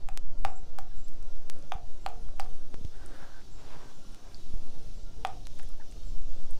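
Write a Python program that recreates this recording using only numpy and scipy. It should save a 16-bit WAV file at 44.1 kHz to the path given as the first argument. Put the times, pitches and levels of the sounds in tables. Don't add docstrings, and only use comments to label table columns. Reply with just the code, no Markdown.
import sys
import numpy as np
from scipy import signal
from scipy.fft import rfft, irfft, next_fast_len
from scipy.io import wavfile
from scipy.ndimage import uniform_filter1d, map_coordinates

SR = 44100
rng = np.random.default_rng(int(sys.argv[2]) if len(sys.argv) > 2 else 0)


def persist_wave(psi):
    counts = np.round(np.clip(psi, -1, 1) * 32767).astype(np.int16)
    wavfile.write(sys.argv[1], SR, np.atleast_2d(counts).T)


def invert_db(x):
    u = np.asarray(x, float) / 20
    return 10 ** u


N = 290616
T = np.arange(N) / SR


def unit(x):
    return x / np.sqrt(np.mean(x ** 2) + 1e-20)


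def along(points, hz):
    f, v = np.transpose(points)
    return np.interp(np.log(hz + .1), np.log(f + .1), v)


def curves(rows):
    s, *cols = np.transpose(rows)
    return [np.interp(T, s, c) for c in cols]


def wobble(rate):
    return map_coordinates(rng.standard_normal(400), [T * np.clip(rate, .1, 50)])


def filtered(x, response):
    m = next_fast_len(len(x) + SR // 2)
    return irfft(rfft(x, m) * response(np.fft.rfftfreq(m, 1 / SR)), m)[:len(x)]


def noise(spectrum):
    return unit(filtered(rng.standard_normal(N), lambda hz: invert_db(along(spectrum, hz))))


def streaky(spectrum, streak_db):
    z = signal.stft(noise(spectrum), nperseg=1024)[2]
    field = uniform_filter1d(rng.standard_normal(z.shape), size=2, axis=0)
    field = uniform_filter1d(field, size=16, axis=1)
    return unit(signal.istft(z * invert_db(streak_db * unit(field)), nperseg=1024)[1][:N])


def resonance(f, hz, width):
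    return 1j * f * width / (hz * hz - f * f + 1j * f * width)


def add(track, s, x):
    part = track[round(s * SR):][:len(x)]
    part += x[:len(part)]


def kitchen(x, wet_db):
    # pitch_hz, t60_s
    decay = [(200, 0.65), (800, 0.3), (3000, 0.21), (10000, 0.2)]
    hz, t, z = signal.stft(rng.standard_normal(len(x)), SR, nperseg=256)
    fading = z * invert_db(-60 * t / along(decay, hz)[:, None])
    tail = signal.istft(fading, SR, nperseg=256)[1]
    late = np.pad(tail / np.linalg.norm(tail), (150, 0))
    return x + invert_db(wet_db) * signal.fftconvolve(x, late)[:len(x)]


def knocks():
    # ring_db, rattle_db, crack_db
    rim_hits = [
        (0.0872, -33, -4.5, -9, -17.5),
        (0.449, -20, -1, -8, -26),
        (0.7862, -31.5, -3, -0.5, -12.5),
        (1.72, -21.5, -4.5, -10.5, -37),
        (2.0624, -26, 2, -9.5, -22),
        (2.397, -25, -3.5, -6, -17),
        (5.249, -18, -4, -11.5, -33),
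    ]
    # pitch_hz, width_hz, level_db
    modes = [(786, 66, 24), (546, 43, 0), (1154, 150, 7.5), (1613, 61, -5.5), (2460, 290, -1),
             (4600, 590, 2)]
    ring_hz, split_hz = 787, 48.6
    sag, sag_s = .1, 0.0393
    lowest_hz = 444
    contact_s = .0008

    def bowl(f):
        return sum((-1) ** k * invert_db(g) * resonance(f, c, w) for k, (c, w, g) in enumerate(modes))

    out, t = np.zeros(N), T[:SR // 2]
    click = np.arange(len(t)) == round(contact_s * SR)
    for s, db, ring_db, rattle_db, crack_db in rim_hits:
        push = -np.exp(-((t - contact_s) / .00008) ** 2)
        body = filtered(push, bowl)

        pitch = ring_hz * (1 - sag * (1 - np.exp(-t / sag_s)) + 0.026 * wobble(50)[:len(t)])
        turn = 2 * np.pi * np.cumsum(pitch) / SR
        pair = np.sin(turn) + .6 * np.sin(turn - 2 * np.pi * (split_hz * t + rng.random()))
        decay = invert_db(-22.5 - 60 * t / 0.34 + 1.25 * wobble(55)[:len(t)])
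        linger = decay * pair * (1 - np.exp(-t / 0.0039)) ** 2

        grit = rng.standard_normal((2, len(t))) * (t > contact_s)
        chatter = grit[0] * invert_db(-60 * t / 0.0073) + 0.83 * click
        rattle = 1.5 * filtered(chatter, lambda f: resonance(f, 2900, 4600) ** 2)
        snap = click + .3 * grit[1] * invert_db(-60 * np.abs(t - contact_s) / .002)
        crack = filtered(snap, lambda f: resonance(f, 8000, 14000) ** 2)

        hit = invert_db(2) * push + invert_db(ring_db + 3.5) * (body / np.abs(body).max() + linger)
        hit += invert_db(rattle_db + 7) * rattle
        bright = invert_db(crack_db + 24) * kitchen(crack, wet_db=-13.0)
        add(out, s, invert_db(db) * (kitchen(hit, wet_db=-9.5) + bright))
    return filtered(out, lambda f: f ** 6 / (f ** 6 + lowest_hz ** 6))


def rocking():
    # start_s, length_s, level_db
    swells = [
        (.44, 0.14, -60.5),
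        (1.72, 0.14, -63),
        (2.058, 0.22, -61),
        (2.39, 0.23, -64.5),
        (2.753, 0.099, -66),
        (4.798, 0.052, -62),
        (5.16, 0.31, -60.5),
    ]
    out = np.zeros(N)
    for s, length, db in swells:
        t = T[:round(length * SR)]
        swell = np.sin(np.pi * np.sqrt(t / length))
        add(out, s, invert_db(db + 4.0) * swell * np.sin(2 * np.pi * 452 * t))
    return out


def scrape():
    # start_s, hardest_s, end_s, rub_db, swish_db
    strokes = [
        (2.898, 3.248, 3.45, -57.5, -61.5),
        (3.547, 3.75, 3.97, -56.5, -62.5),
        (4.078, 4.284, 4.45, -65.5, -72),
    ]
    # pitch_hz, level_db (per Hz)
    rub_colours = [
        [(180, -47), (300, -1), (622, -3), (715, 3), (1070, -6), (1510, -1), (1820, -6.5), (2080, -16),
         (2800, -28), (3640, -51), (6160, -120)],
        [(180, -37), (300, -30), (375, 0), (541, -13), (582, -5), (879, -7), (983, -3.5), (1400, -13.5),
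         (2800, -20.5), (3640, -35), (6160, -120)],
    ]
    # pitch_hz, level_db (per Hz)
    swish_colour = [(1650, -10), (2800, -4), (3590, 2), (3970, -4), (5560, -3), (7330, -19), (8930, -8),
                    (14000, -18), (16000, -12)]
    rub_hz, bend_hz = 1487, 150
    ease_db, swish_ease_db = 11, 13
    swish_lead_s = 0.053
    out = np.zeros(N)
    for (start, hard, end, rub_db, swish_db), colour in zip(strokes, rub_colours + rub_colours[1:]):
        press = np.interp(T, [start, hard, end], [0, 1, 0])
        speed = np.interp(T + swish_lead_s, [start, hard, end], [0, 1, 0])
        fade = np.clip(np.minimum(T - start, end - T) / 0.05, 0, 1)

        grains = rng.standard_normal(N) * invert_db(4.4 * rng.standard_normal(N))
        broad = unit(filtered(grains, lambda f: invert_db(along(colour, f))))
        carrier = np.cos(2 * np.pi * np.cumsum(rub_hz + bend_hz * press) / SR)
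        band = unit(noise([(1, 18.5), (90, 0), (300, -17), (900, -120)]) * carrier)
        rub = invert_db(rub_db - ease_db * (1 - press)) * (invert_db(3.0) * broad + invert_db(-5.0) * band)

        swish = unit(filtered(grains, lambda f: invert_db(along(swish_colour, f))))
        swish = invert_db(swish_db - swish_ease_db * (1 - speed)) * swish
        out += fade * invert_db(1.2 * wobble(40)) * (rub + swish)
    return out


def smacks():
    # start_s, peak_db, pitch_hz,
    # sharpness_q
    pops = [(0.39, -52, 7160, 0.48), (1.082, -43, 7500, 0.4), (1.1386, -55, 7490, 1.2),
            (1.226, -49, 7200, 1), (1.5878, -54, 9300, 2.4), (1.696, -56, 7630, 1.8),
            (1.7374, -50, 8650, 2), (2.0875, -46, 7750, 1.1), (2.3625, -58, 8910, 2.6),
            (3.061, -41, 8800, 3.3), (5.27, -43, 8400, 3.3), (5.5887, -46.5, 8640, 2.5),
            (5.6298, -46, 9200, 3), (5.689, -45, 9150, 1.6), (5.912, -50, 8100, 4), (5.922, -54, 9200, 2),
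            (6.2794, -58, 7260, 1.3), (6.5085, -44, 8750, 2.5),
            (1.6242, -52, 5570, 2),
        (2.0622, -42, 4400, 4),
        (2.403, -37.5, 4800, 3.1),
        (2.4447, -53, 4770, 1.6),
        (2.849, -43, 3360, 0.62),
        (4.3446, -44, 4600, 4.4),
        (4.542, -56, 684, .7),
        (5.2704, -44.5, 5570, 1.9),
        (5.453, -51, 4080, 4.7),
        (5.5935, -53, 3540, 1.6),
            (0.91, -70, 1630, 49), (2.287, -54.5, 1200, 1.5), (2.46, -53, 1160, 2.7),
             (3.414, -55, 2134, 1.4), (4.047, -60.5, 1140, 4.9), (5.589, -46.5, 1500, 0.42),
             (5.596, -42, 1380, 0.58), (5.598, -58, 780, 11), (5.630, -56.5, 1770, 3.4),
             (5.70, -62, 1210, 5), (5.74, -58, 1100, 1.8), (5.797, -56.5, 880, 7.3),
             (5.798, -62.5, 1650, 8), (5.808, -58.5, 1750, 8.8), (5.819, -58, 1490, 6),
             (5.923, -50, 2500, 0.5)]
    out, t = np.zeros(N), T[:SR // 4]
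    for s, db, hz, sharpness in pops:
        spit = (t == 0) + 0.073 * rng.standard_normal(len(t)) * np.exp(-t / 0.0013)
        width = hz / np.clip(sharpness, .3, 40)
        burst = filtered(spit, lambda f: resonance(f, hz, width) ** 2)
        add(out, s + 0.00092, invert_db(db + 6.5) * kitchen(burst / np.abs(burst).max(), wet_db=-11))
    return out


def hand():
    # start_s, peak_db, pitch_hz
    thumps = [(0.445, -38, 94), (1.549, -49, 123), (1.891, -54, 86.1), (2.447, -48, 90.5), (3.005, -52, 89),
              (3.64, -46.5, 88), (3.22, -44.5, 150), (3.757, -42.5, 150), (3.849, -48, 130),
              (4.095, -67, 86.6), (4.598, -60, 70), (4.75, -56, 120), (4.969, -48, 73), (5.317, -39.5, 100),
              (5.611, -53, 86), (5.957, -45, 101), (6.298, -53, 85.5)]
    out, t = np.zeros(N), T[:SR // 8]
    for s, db, hz in thumps:
        u = t * hz / 0.98
        puff = unit(filtered(rng.standard_normal(len(t)), lambda f: resonance(f, 2.03 * hz, 570) ** 2))
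        swing = np.sin(2 * np.pi * hz * t)
        add(out, s, invert_db(db + 4) * u * np.exp(-u) * (swing + 0.37 * puff))
    return out


def jolts():
    # start_s, step (pressure), rise_ms, return_ms
    slips = [
        (1.755, -0.074, 1.7, 19),
        (2.295, -0.0094, 1.2, 23),
        (2.7432, -0.038, 0.0091, 1.4),
        (2.785, -0.019, 0.49, 7.6),
        (2.813, -0.027, 0.64, 4.4),
        (2.849, 0.043, 0.39, 11),
        (2.854, -0.086, 1.6, 9.7),
        (4.54, 0.045, 0.73, 27),
        (4.5429, -0.00022, 0.13, 15),
        (4.56, -0.11, 5, 25),
    ]
    lead_s = .01
    out, t = np.zeros(N + SR), T[:SR // 4] - lead_s
    for s, step, rise_ms, back_ms in slips:
        u = 1000 * t / rise_ms
        rise = (1 + np.tanh(u)) / 2
        leak = np.exp(-np.logaddexp(0, u) * rise_ms / back_ms)
        add(out, s - lead_s, step * rise * leak)
    return out[:N]


def arm_sway():
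    # start_s, sway_db, grip_db
    arm_moves = [(0, -26.5, -54), (.5, -21, -48.5), (.85, -21.5, -52), (1.35, -18.5, -56), (1.7, -31, -54),
                 (2.2, -24, -45), (2.55, -23, -56.5), (3.05, -34, -51.5), (3.3, -35.5, -59),
                 (3.7, -32, -57), (4.3, -37, -58.5), (4.55, -25.5, -52.5), (5.25, -31, -47.5),
                 (5.8, -22, -51.5), (5.97, -34.5, -48), (6.12, -19, -47), (6.59, -22, -50)]
    # pitch_hz, level_db (per Hz)
    sway_colour = [(.5, -37), (2, -0.5), (4, 5.5), (7, -16), (12, -17), (20, -9.5), (30, -120)]
    # pitch_hz, level_db (per Hz)
    grip_colour = [(12, -44), (22, 6.5), (40, -8), (80, -15.5), (150, -28), (300, -36), (500, -120)]
    sway_db, grip_db = curves(arm_moves)
    arm = np.sqrt(2) * np.sin(2 * np.pi * np.cumsum(3.4 + 1.1 * wobble(2)) / SR)
    sway = invert_db(np.minimum(sway_db, -16)) * unit(arm + .5 * noise(sway_colour))
    rumble = invert_db(grip_db + 5.5 + 3.3 * wobble(12)) * noise(grip_colour)
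    low = 0.36 * np.tanh(sway / 0.25) + rumble
    return low * np.clip((T[-1] - T) / .05, 0, 1)


def room_tone():
    # pitch_hz, level_db (per Hz)
    hum_colour = [(59, -22), (100, -1.5), (223, -7), (286, -5), (496, -12), (595, -10.5), (1030, -19.5),
                  (1380, -22.5), (1720, -26), (2300, -34), (2990, -28), (5060, -120)]
    # pitch_hz, level_db (per Hz)
    hiss_colour = [(1060, -17), (1800, -13.5), (2120, -4.5), (3610, 3), (4170, 2), (5910, 3), (8280, -6.5),
                   (15100, -10), (16000, -10.5)]
    # start_s, end_s, pitch_hz, level_db, width_hz
    whines = [
        (0, 5.2, 1385, -78, 20),
        (1.4, 2.9, 9400, -83, 90),
        (1.5, 3.3, 8600, -84, 60),
        (2.3, 3.2, 8950, -83, 60),
        (3.3, 4.3, 9550, -84, 60),
        (3.8, 5.3, 8820, -81, 40),
        (4.0, 5.0, 9050, -80, 40),
        (5.3, 6.0, 9600, -83, 60),
    ]
    hum_db, hiss_db, rise_db, rise_s = -58, -70, 6, 4.35
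    hiss_level_db = hiss_db + rise_db * np.clip(T / rise_s, 0, 1)
    room = invert_db(hum_db + 1.1 * wobble(5)) * streaky(hum_colour, streak_db=2.6)
    room += invert_db(hiss_level_db + 1.5 + .8 * wobble(9)) * streaky(hiss_colour, streak_db=2.4)
    for start, end, hz, db, width in whines:
        fade = np.clip(np.minimum(T - start, end - T) / 0.16, 0, 1)
        swell = invert_db(db - 0.5 + 3.9 * wobble(9)) * fade
        room += swell * unit(filtered(rng.standard_normal(N), lambda f: resonance(f, hz, width) ** 2))
    return room


def bird():
    # start_s, trill_db, note_db, pitch_hz
    calls = [
        (.46, -69, -45, 7480),
        (0.946, -69, -46, 7470),
        (1.991, -72, -54, 7440),
        (3.49, -68, -53, 7400),
        (3.919, -71, -64, 7200),
        (4.92, -70, -55, 7400),
        (6.03, -68, -67, 7400),
    ]
    out, t = np.zeros(N), T[:SR // 4]
    for s, trill_db, note_db, hz in calls:
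        buzz = unit(filtered(rng.standard_normal(len(t)), lambda f: resonance(f, hz, 530) ** 2))
        trill = np.sin(np.pi * np.clip(t / 0.097, 0, 1)) * buzz
        u = np.clip(t - .093, 0, 1)
        pitch = hz * (1.02 - 0.44 * np.exp(-u / 0.00264))
        swell = u / 0.05 * np.exp(1 - u / 0.0097)
        note = swell * np.sin(2 * np.pi * np.cumsum(pitch) / SR)
        add(out, s, kitchen(invert_db(trill_db) * trill + invert_db(note_db) * note, wet_db=-8))
    return out


def scene():
    stirring = knocks() + rocking() + scrape() + smacks()
    holding = hand() + jolts() + arm_sway()
    return (stirring + holding + room_tone() + bird())[None]


def band_limit(x):
    return signal.sosfilt(signal.butter(12, 16920, fs=SR, output="sos"), x)


def record(dry):
    # start_s, peak_db
    dropouts = [
        (0.1737, -20),
        (1.498, -22),
        (4.1457, -35.5),
        (5.469, -29),
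    ]
    # pitch_hz, level_db
    mic = [(8000, 0.5), (12000, -3.5), (15400, -5.5), (15900, -24), (16850, -15), (17100, -90)]
    glitch = np.zeros(N)
    for s, db in dropouts:
        add(glitch, s + 0.00117, -invert_db(db + 4) * np.array([.45, 1, .6]))
    mix = filtered(dry[0] + glitch, lambda hz: invert_db(along(mic, hz)))[None]
    return band_limit(mix)


dry = scene()
out = record(dry)
persist_wave(out)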